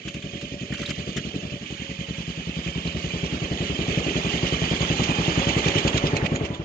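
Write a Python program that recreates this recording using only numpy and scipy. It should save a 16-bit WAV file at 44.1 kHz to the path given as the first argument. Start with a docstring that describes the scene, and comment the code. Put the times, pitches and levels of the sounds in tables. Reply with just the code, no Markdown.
"""A slow single-cylinder diesel pump chugs outdoors, nearly eleven firings a second, while water rushes on the right.
In the first second or so fish splash and bubbles plink close by: short noise bursts and brief sine tones.
The speed creeps up twice, and each time the governor cuts the fuel (1.6 s, 4.2 s): the beat drops, then recovers.
Each cycle is an exhaust thump and a hollow intake knock, made of filtered pulses over gas noise and gear whine.
Runs of hissing chuffs come at about 3 s and after 5 s; the sound grows overall, then fades with faint sagging tones."""
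import sys
import numpy as np
from scipy import signal
from scipy.fft import rfft, irfft, next_fast_len
from scipy.io import wavfile
from scipy.ndimage import uniform_filter1d, map_coordinates

SR = 44100
rng = np.random.default_rng(int(sys.argv[2]) if len(sys.argv) > 2 else 0)


def digitize_waveform(pressure):
    """Quantize a signal to 16-bit integers and store it at the path in sys.argv[1].

    Rows of a 2-D input are taken as channels; values are limited to [-1, 1].
    """
    field = np.atleast_2d(pressure).T
    bounded = np.clip(field, -1, 1)
    quanta = np.round(bounded * 32767).astype(np.int16)
    wavfile.write(sys.argv[1], SR, quanta)


N = 292956
TIME = np.arange(N) / SR  # seconds

# Engine speed. Each row: time in seconds, firings per second.
ENGINE_SPEED = [(0, 10.591), (1.484, 11.18), (1.815, 10.474), (2.164, 10.329), (3.682, 10.771),
                (4.182, 11.056), (4.547, 10.61), (5.735, 10.512), (6.64, 10.935)]
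# Colour of the low gas noise and of the scattered echo. Each row: frequency in Hz, relative level in dB.
RUMBLE_COLOUR = [(25, -38), (42, -26), (65, -4), (110, -2.5), (170, 4), (240, 5.5), (330, 2), (450, -21),
                 (700, -12.5), (1000, -79)]
KNOCK_CUT_SHARE = 0.64  # part of the thump's drop in dB that the knock and the gulp share


def amp(db):
    """Turn decibels into a gain."""
    return 10 ** (np.asarray(db) / 20)


def unit(x):
    """Scale to an rms (average strength) of 1."""
    return x / np.sqrt(np.mean(x ** 2) + 1e-20)


def along(points, hz):
    """Read a curve of (Hz, value) points, joined by straight lines on a log frequency axis."""
    f, v = np.transpose(points)
    return np.interp(np.log(hz + 1), np.log(f + 1), v)


def curves(rows, when=TIME):
    """Read each column after the time at the given moments."""
    s, *cols = np.transpose(rows)
    return [np.interp(when, s, c) for c in cols]


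def wobble(rate):
    """A smooth random curve of rms 1 through `rate` random points a second."""
    knots = rng.standard_normal(int(N * rate / SR) + 4)
    return unit(map_coordinates(knots, [TIME * rate]))


def filtered(x, response):
    """Multiply the spectrum of x by a response, which is a function of frequency."""
    m = next_fast_len(N + SR // 2)
    return irfft(rfft(x, m) * response(np.fft.rfftfreq(m, 1 / SR)), m)[..., :N]


def delay(hz, s):
    """Response of a pure delay of s seconds."""
    return np.exp(-2j * np.pi * hz * s)


def resonance(hz, centre, width):
    """Response of one damped resonance; a wider one dies sooner."""
    return 1j * hz * width / (centre ** 2 - hz ** 2 + 1j * hz * width)


def placed(x, lead_s, right_db):
    """Place a sound in stereo: the left side hears it lead_s earlier, the right side right_db louder."""
    def sides(hz):
        left = delay(hz, -lead_s / 2) * amp(-right_db / 2)
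        right = delay(hz, lead_s / 2) * amp(right_db / 2)
        return np.array([left, right])
    return filtered(x, sides)


def rush(spectrum, grain_db, rings=()):
    """Stereo noise of rms 1, broken into millisecond grains and coloured by a spectrum and resonances."""
    # Each row: frequency in Hz, likeness of left and right (1 means the same).
    likeness = [(200, 0.98), (500, 0.89), (1000, 0.4), (2000, 0.41), (4000, 0.71), (8000, 0.079)]
    pair = rng.standard_normal((2, N)) * amp(grain_db * wobble(900))

    def colour(hz):
        boost_db = sum(db * np.abs(resonance(hz, centre, width)) ** 2 for centre, width, db in rings)
        return amp(along(spectrum, hz) + boost_db)

    def mix(hz):
        # the angle shares the noise out between the middle and the sides
        turn = np.arccos(np.clip(along(likeness, hz), -1, 1)) / 2
        return colour(hz) * [np.cos(turn), np.sin(turn)]

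    mid, side = filtered(pair, mix)
    return unit(np.array([mid + side, mid - side]))


def patchy(x, depth_db, size=256):
    """From moment to moment noise favours other pitches; a longer window gives narrower, slower patches."""
    z = signal.stft(x, nperseg=size)[2]
    patches = uniform_filter1d(rng.standard_normal(z.shape[1:]), size=2, axis=0)
    patches = uniform_filter1d(patches, size=4, axis=1)
    return unit(signal.istft(z * amp(depth_db * unit(patches)), nperseg=size)[1][:, :N])


def ringing(x, centre_hz, width_hz, share):
    """Add the ring of one cavity that x excites."""
    return x + share * signal.lfilter(*signal.iirpeak(centre_hz, centre_hz / width_hz, SR), x)


def pulses(times, db, response, ring_s=1):
    """One pressure pulse of the given peak level at each time, coloured by a response, damped after ring_s."""
    train = np.bincount(np.round(times * SR).astype(int), amp(db), N)[:N]
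    shape = irfft(response(np.fft.rfftfreq(SR, 1 / SR)))
    shape = shape / (1 + (np.fft.fftfreq(SR) / ring_s) ** 4)  # here fftfreq gives seconds from the pulse
    return signal.fftconvolve(train, np.fft.fftshift(shape))[SR // 2:][:N] / np.abs(shape).max()


def crank():
    """Add up the speed into cycles: gives firing times, and at each sample the seconds since a firing."""
    rate, = curves(ENGINE_SPEED)
    cycles = np.cumsum(rate) / SR - rate[0] * .0522  # the first firing comes at 0.0522 s
    fired = np.interp(np.arange(int(cycles[-1]) + 1), cycles, TIME)
    return fired, cycles % 1 / rate


def fuel_cut_db(when):
    """How far the governor holds the beat down: a sudden cut and a gradual return."""
    # Each row: moment of the cut in seconds, drop of the thump in dB.
    cuts = [(1.584, 7.5), (4.22, 3.5)]
    recover_s = 0.15
    return sum(db * (when >= s) * np.exp(-np.abs(when - s) / recover_s) for s, db in cuts)


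def thump_db(when):
    """Strength of the beat at the given moments: its slow course less the fuel cuts."""
    # Each row: time in seconds, beat level in dB before the fuel cuts and the exhaust's own gain.
    loudness = [(0, -26), (.8, -22.5), (2.3, -24.5), (2.8, -19.5), (3.9, -14), (5.1, -11), (5.9, -9),
                (6.38, -11.5), (6.64, -22)]
    return curves(loudness, when)[0] - fuel_cut_db(when)


def following(law):
    """Level in dB of a layer that grows with the beat's strength and with speed."""
    usual_thump_db, usual_rate = -20, 10.6  # rate in firings per second
    usual_db, per_db, per_rate = law
    stronger_db = thump_db(TIME) - usual_thump_db
    faster = curves(ENGINE_SPEED)[0] - usual_rate
    return usual_db + per_db * stronger_db + per_rate * faster


def tones():
    """Faint sine tones near the end swell, sag in pitch and fade."""
    # Each row: middle in seconds, half length in seconds, pitch in Hz, glide in Hz per second, level in dB.
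    sags = [(6.188, 0.17, 857, -120, -40.5), (6.219, 0.087, 655, -200, -38), (6.54, 0.045, 990, -200, -45)]
    glides = np.zeros(N)
    for s, half_s, hz, glide, db in sags:
        swell = np.exp(-((TIME - s) / half_s) ** 2)
        phase = 2 * np.pi * np.cumsum(hz + glide * (TIME - s)) / SR
        glides += amp(db) * swell * np.sin(phase)
    return placed(glides, lead_s=.0002, right_db=1)


def gears(age, swing=0.33):
    """A gear of 53 teeth turns once per cycle; firings kick it, and its whine wavers in uneven spurts."""
    # Each row: time in seconds, whine level in dB.
    whine_level = [(0, -56), (.5, -50.5), (1.4, -47), (1.9, -53), (3, -49.5), (5.2, -43), (5.9, -36),
                   (6.2, -40), (6.64, -49)]
    rate, = curves(ENGINE_SPEED)
    mesh = 2 * np.pi * 53 * np.cumsum(rate) / SR
    kick = np.sin(2 * np.pi * age * rate)
    load_db = 1.5 * kick + 8 * np.tanh(wobble(19))
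    waver = 1.1 * wobble(14) + .35 * wobble(60)  # radians
    tooth_tone = np.sin(mesh + swing * kick + waver)
    whine = amp(curves(whine_level)[0]) * unit(amp(load_db) * tooth_tone)
    return placed(whine, lead_s=.0002, right_db=1)


def water(age, throb_db=0.78, flutter_db=1.0):
    """The pumped water gurgles, rushes in fine spatter and throbs a little with the strokes."""
    # Colours of the spatter and the gurgle. Each row: frequency in Hz, relative level in dB.
    spatter_colour = [(600, -59), (930, -30.5), (1150, -14), (1400, -17), (1800, -9), (2300, -8),
                      (3100, -1), (3800, -10.5), (4700, -13), (5400, -17), (6200, -15.5), (7000, -17),
                      (8600, -40.5), (13000, -55), (15500, -48.5)]
    gurgle_colour = [(450, -27.5), (700, -2), (830, 3), (960, -2.5), (1150, -1), (1450, -7), (2000, -3),
                     (4500, -23.5), (7000, -43), (9000, -63)]
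    # Ringing of the outlet pipe. Each row: pitch in Hz, width in Hz, boost in dB.
    outlet_rings = [(2360, 510, 6), (3065, 107, 3), (6595, 220, 6)]
    # Courses of the two levels. Each row: time in seconds, level in dB before the offset added below.
    spatter_course = [(0.0, -42.5), (0.63, -41), (0.85, -37.5), (1.5, -40.5), (3.33, -36), (4.22, -31),
                      (5.75, -28.5), (6.64, -49.5)]
    gurgle_course = [(0.0, -67.5), (3.14, -51.5), (5.66, -37), (6.25, -40), (6.64, -52)]
    gurgle_db = 4.5 + curves(gurgle_course)[0]
    spatter_db = -1.5 + curves(spatter_course)[0]
    throb = np.cos(2 * np.pi * (age - .018) * curves(ENGINE_SPEED)[0])  # strongest 18 ms after a firing

    gurgle = patchy(rush(gurgle_colour, grain_db=2.0), depth_db=3.5)
    gurgle = amp(gurgle_db + 1.47 * throb) * gurgle

    # slow, narrow patches first, then quick, broad ones
    stream = patchy(rush(spatter_colour, grain_db=0.5, rings=outlet_rings), depth_db=2.2, size=2048)
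    flicker_db = throb_db * throb + flutter_db * wobble(45)
    spatter = amp(spatter_db + flicker_db) * patchy(stream, depth_db=2.5)
    return placed(gurgle, lead_s=0.00035, right_db=5.5) + placed(spatter, lead_s=0.000435, right_db=12.0)


def chuffs(spit_db=-8):
    """Bursts of hiss, in runs a little slower than the firing, swell to a sharp spit with a hoarse ring."""
    # Each row: middle in seconds, level in dB, half length in seconds, ring in Hz, strength of the ring.
    puffs = [(2.678, -38, 0.0065, 2420, 2.2), (2.777, -41.5, 0.0021, 2080, 1.1),
             (2.87, -43, 0.0039, 5840, 0.57), (2.973, -40.5, 0.0056, 2330, .8),
             (3.062, -40.5, 0.0055, 3100, 1.4), (3.264, -39, 0.0044, 5600, 0.76),
             (5.04, -28, 0.011, 6700, 0.4), (5.396, -33, 0.0049, 6600, 0.63),
             (5.493, -29.5, 0.0037, 6650, 0.67), (5.59, -32, 0.0033, 7000, 0.57),
             (5.686, -23.5, 0.0045, 6600, 0.33), (5.786, -24, 0.0058, 3060, 1.2),
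             (5.881, -23.5, 0.0065, 4440, 0.32), (5.979, -24.5, 0.008, 3790, 0.67),
             (6.071, -28.5, 0.013, 3500, 0.68), (6.169, -25.5, 0.0079, 2530, 0.77),
             (6.264, -29, 0.0067, 2455, 1.8), (6.361, -35, 0.011, 6760, 0.81),
             (6.455, -34.5, 0.014, 2750, 0.48), (6.549, -41.5, 0.01, 3460, 1.7)]
    # Each row: frequency in Hz, relative level in dB.
    hiss_colour = [(600, -28), (1700, -10), (2600, 3.5), (3700, -7), (5000, -10.5), (5900, -13),
                   (6900, -11), (7800, -24), (9000, -52), (15000, -48)]
    hiss = patchy(rush(hiss_colour, grain_db=1.5), depth_db=4)
    hoarse = 1.2 * wobble(700)  # radians of random phase
    bursts = np.zeros((2, N))
    for s, db, half_s, hz, share in puffs:
        near = np.abs(TIME - s) < .05
        t = TIME[near] - s
        ring = np.sin(2 * np.pi * hz * TIME[near] + hoarse[near])
        spit = np.exp(-(t / .0018) ** 2)
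        swell = np.exp(-np.abs(t) / half_s)
        bursts[:, near] += amp(db) * (swell + amp(spit_db) * spit) * (hiss[:, near] + share * ring)
    return placed(bursts, lead_s=0.000445, right_db=11.0)


def droplets(per_s=1100, centre_hz=2900, spread=0.527, cycles=3.5, count=300):
    """A dense patter of drops, each a few cycles of its own pitch and size, `count` samples long."""
    drops = rng.random((int(per_s * N / SR), 4))  # time, two draws for the pitch, size
    hz = centre_hz * np.exp(2 * spread * (drops[:, 1:2] + drops[:, 2:3] - 1))
    hz = np.minimum(hz, 7000)
    turns = hz * np.arange(count) / SR
    size = .2 + drops[:, 3:] ** 3  # mostly small drops
    pings = size * np.sin(2 * np.pi * turns) * (1 - np.exp(-2 * turns)) * np.exp(-turns / cycles)
    places = (drops[:, :1] * N).astype(int) + np.arange(count)
    return unit(np.bincount(places.ravel(), pings.ravel(), N)[:N])


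def fish(rise_s=0.003, drops_db=0):
    """Fish in a pot slap shallow water into spray and a patter of drops, each over a ringing air pocket."""
    # Each row: start in seconds, level in dB before the trim below, ring in Hz, decay in seconds.
    slaps = [(0.079, -24.5, 2740, 0.0098), (0.14, -29.5, 2320, 0.0095), (.222, -33.5, 3130, 0.011),
             (0.41, -34, 5050, 0.015), (0.735, -28.5, 1450, 0.01), (.778, -30.5, 1400, 0.0067),
             (0.792, -30, 5000, 0.009), (0.814, -30.5, 5600, 0.011), (0.827, -32, 1400, 0.01),
             (0.86, -26, 3700, 0.0068), (0.874, -33, 4400, .009), (0.887, -27, 3020, 0.006),
             (0.894, -22, 5000, 0.0052), (0.903, -21, 2720, 0.0075), (1.164, -18, 3230, 0.0069),
             (1.172, -24.5, 1800, 0.0096)]
    # Each row: frequency in Hz, relative level in dB.
    spray_colour = [(300, -13), (700, -9), (1100, -7.5), (1900, -3), (3000, -4), (4500, -10), (7000, -5),
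                    (8500, -26), (12000, -35), (15000, -33.5)]
    spray = patchy(rush(spray_colour, grain_db=2.5), depth_db=3)
    spray = unit(spray + amp(drops_db) * droplets())
    pot = np.zeros((2, N))
    for s, db, hz, decay in slaps:
        since = np.maximum(TIME - s, 0)
        slap = amp(db - 5.5) * (1 - np.exp(-since / rise_s)) * np.exp(-since / decay)
        pot += ringing(slap * spray, hz, width_hz=500, share=1.8)
    return placed(pot, lead_s=0, right_db=-2.5)


def bubbles(rise_s=0.00044, glide_per_s=4):
    """Air pockets ring briefly and roughly in churned water; their pitch rises as they near the surface."""
    # Each row: start in seconds, level in dB before rise and decay, pitch at the start in Hz, decay in seconds.
    pockets = [(.7238, -26.5, 1800, 0.0064), (.7716, -29, 3040, .008), (.829, -33, 1230, .003),
               (.8514, -29, 2400, 0.0044), (.8595, -22, 3770, .003), (.909, -23, 2320, 0.0047),
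               (2.875, -27, 4000, 0.0043)]
    plinks = np.zeros(N)
    t = TIME[:SR // 16]
    churn = .8 * wobble(900)  # radians of random phase
    for s, db, hz, decay in pockets:
        start = round(s * SR)
        phase = 2 * np.pi * hz * t * (1 + glide_per_s * t / 2)
        tone = np.sin(phase + churn[start:][:len(t)])
        plinks[start:][:len(t)] += amp(db) * (1 - np.exp(-t / rise_s)) * np.exp(-t / decay) * tone
    return placed(plinks, lead_s=0, right_db=6.0)


def gas(age):
    """Turbulent gas rumbles and rasps after each firing and dies down before the next."""
    # How each noise follows the engine: level in dB at a usual beat, dB per dB of thump,
    # dB per extra firing a second. The rumble grows more slowly than the thump.
    rumble_law = (-40.3, .62, 2)
    rasp_law = (-40, 1.1, 7.2)
    # Each row: frequency in Hz, relative level in dB.
    rasp_colour = [(200, 0.5), (310, 1), (410, 4.5), (500, -2), (620, -3.5), (730, -7), (860, -30.5),
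                   (1200, -19), (2000, -42), (6000, -89)]

    def puff(rise_s, fall_s, rest):
        return unit(rest + (1 - np.exp(-age / rise_s)) * np.exp(-age / fall_s))

    rumble_puff = puff(rise_s=.003, fall_s=0.04, rest=.1)
    rumble = amp(following(rumble_law)) * rumble_puff * rush(RUMBLE_COLOUR, grain_db=2)
    rasp_puff = puff(rise_s=0.001, fall_s=0.04, rest=0.25)
    rasp = amp(following(rasp_law)) * rasp_puff * rush(rasp_colour, grain_db=1.5)
    return placed(rumble + rasp, lead_s=0.00015, right_db=0.0)


def gulp(fired, centre_hz=70, width_hz=32, lag_s=0.0317):
    """The falling piston draws in air with one deep, rounded dip of pressure, lag_s after the firing."""
    # Each row: time in seconds, peak level in dB before the fuel cuts.
    gulp_level = [(0, -40), (1.2, -36), (2, -39.5), (2.8, -27.5), (3.9, -26), (5.8, -35), (6.4, -27),
                  (6.64, -44)]
    level = curves(gulp_level, fired)[0] - KNOCK_CUT_SHARE * fuel_cut_db(fired)
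    return -pulses(fired + lag_s, level, lambda hz: np.exp(-((hz - centre_hz) / width_hz) ** 2))


def silencer(fired, hum_hz=168, width_hz=3.6):
    """Each firing sets the silencer humming on between the strokes."""
    # Each row: time in seconds, peak level of one ring in dB before the fuel cuts.
    hum_level = [(0, -44), (1.6, -47.5), (2.2, -31), (3.2, -30.5), (4.6, -26), (5.5, -30.5), (6.1, -33.5),
                 (6.64, -36)]
    level = curves(hum_level, fired)[0] - fuel_cut_db(fired)
    return pulses(fired, level, lambda hz: resonance(hz, hum_hz, width_hz) / (1 + 1j * hz / hum_hz / 2))


def intake(fired, soft_hz=400, scatter_db=1.8):
    """About half a crank turn after the firing the intake gives one rounded, hollow knock."""
    # Each row: time in seconds, delay of the knock after the thump in cycles.
    knock_lag = [(0, .245), (5.3, .254), (6.3, .281)]
    # Each row: time in seconds, peak level in dB before the fuel cuts and random scatter.
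    knock_level = [(0, -23.5), (1.3, -17), (2.3, -22.5), (4.3, -18.5), (5.2, -16), (6.3, -25), (6.64, -52)]
    when = fired + curves(knock_lag, fired)[0] / curves(ENGINE_SPEED, fired)[0]
    level = curves(knock_level, fired)[0] - KNOCK_CUT_SHARE * fuel_cut_db(fired)
    level = level + scatter_db * rng.standard_normal(len(fired))
    return pulses(when, level, lambda hz: resonance(hz, centre=168, width=164) * np.exp(-(hz / soft_hz) ** 2))


def exhaust(fired, muffle_hz=300, bright_hz=850, open_end_hz=25, valve_hz=950, gain_db=-3.0, edge_scatter=0.2):
    """Each burst of gas rings the pipe; loud ones have a sharper edge and die sooner, and no two are alike."""
    # Resonances of the exhaust pipe. Each row: pitch in Hz, width in Hz, level in dB.
    pipe_rings = [(157, 23.8, -1), (292, 100, -12), (406, 770, -29)]

    def pipe(hz):
        rings = sum(amp(db) * resonance(hz, centre, width) for centre, width, db in pipe_rings)
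        suction = amp(-12.5) * resonance(hz, centre=74, width=120)  # slow suction behind each slug of gas
        return rings - suction

    def outlet(top_hz):
        def response(hz):
            open_end = 1j * hz / (1j * hz + open_end_hz)  # an open end radiates no steady pressure
            valve = np.exp(-(hz / valve_hz) ** 2)  # the valve opens gradually and rounds the front
            return pipe(hz) * open_end / (1 + 1j * hz / top_hz) ** 2 * valve
        return response

    level = gain_db + thump_db(fired) + .5 * rng.standard_normal(len(fired))
    edge = np.interp(level, [-26, -13], [0, 1])  # 0 is soft, 1 is sharp
    sharp = np.clip(edge + edge_scatter * rng.standard_normal(len(fired)), 0, 1)
    sharp = np.interp(TIME, fired, sharp)
    soft_thump = pulses(fired, level, outlet(muffle_hz), ring_s=.02)
    hard_thump = pulses(fired, level, outlet(bright_hz), ring_s=.0125)
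    return (1 - sharp) * soft_thump + sharp * hard_thump


def field(x, scatter_db=-23):
    """Each beat is reflected twice, and rough ground scatters it into a short tail."""
    # Each row: delay in seconds, gain (negative where an open pipe end turns the wave over).
    reflections = [(0.024, -0.27), (.032, 0.043)]
    t = TIME[:SR // 4]
    noise = filtered(rng.standard_normal(N), lambda hz: amp(along(RUMBLE_COLOUR, hz)))[:len(t)]
    tail = noise * amp(-60 * t / .16) * (1 - np.exp(-t / .02))  # decays by 60 dB in 0.16 s
    tail /= np.sqrt(np.mean(np.abs(rfft(tail, SR)[100:400]) ** 2))  # average gain of 1 from 100 to 400 Hz
    echoes = filtered(x, lambda hz: sum(gain * delay(hz, s) for s, gain in reflections))
    return x + echoes + amp(scatter_db) * signal.fftconvolve(x, tail)[:N]


def scene():
    """The engine, its water and the pot of fish."""
    fired, age = crank()
    reflected = field(exhaust(fired) + silencer(fired) + intake(fired))
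    beats = placed(reflected + gulp(fired), lead_s=0.00031, right_db=-0.5)
    return beats + gas(age) + gears(age) + tones() + water(age) + chuffs() + fish() + bubbles()


def record(dry, low_cut_hz=52, top_hz=15600):
    """The microphone side weakens the deepest bass and keeps nothing from top_hz up."""
    def response(hz):
        low_cut = hz ** 3 / np.sqrt(hz ** 6 + low_cut_hz ** 6)
        return (hz < top_hz) * low_cut
    return filtered(dry, response)


dry = scene()
out = record(dry)
digitize_waveform(out)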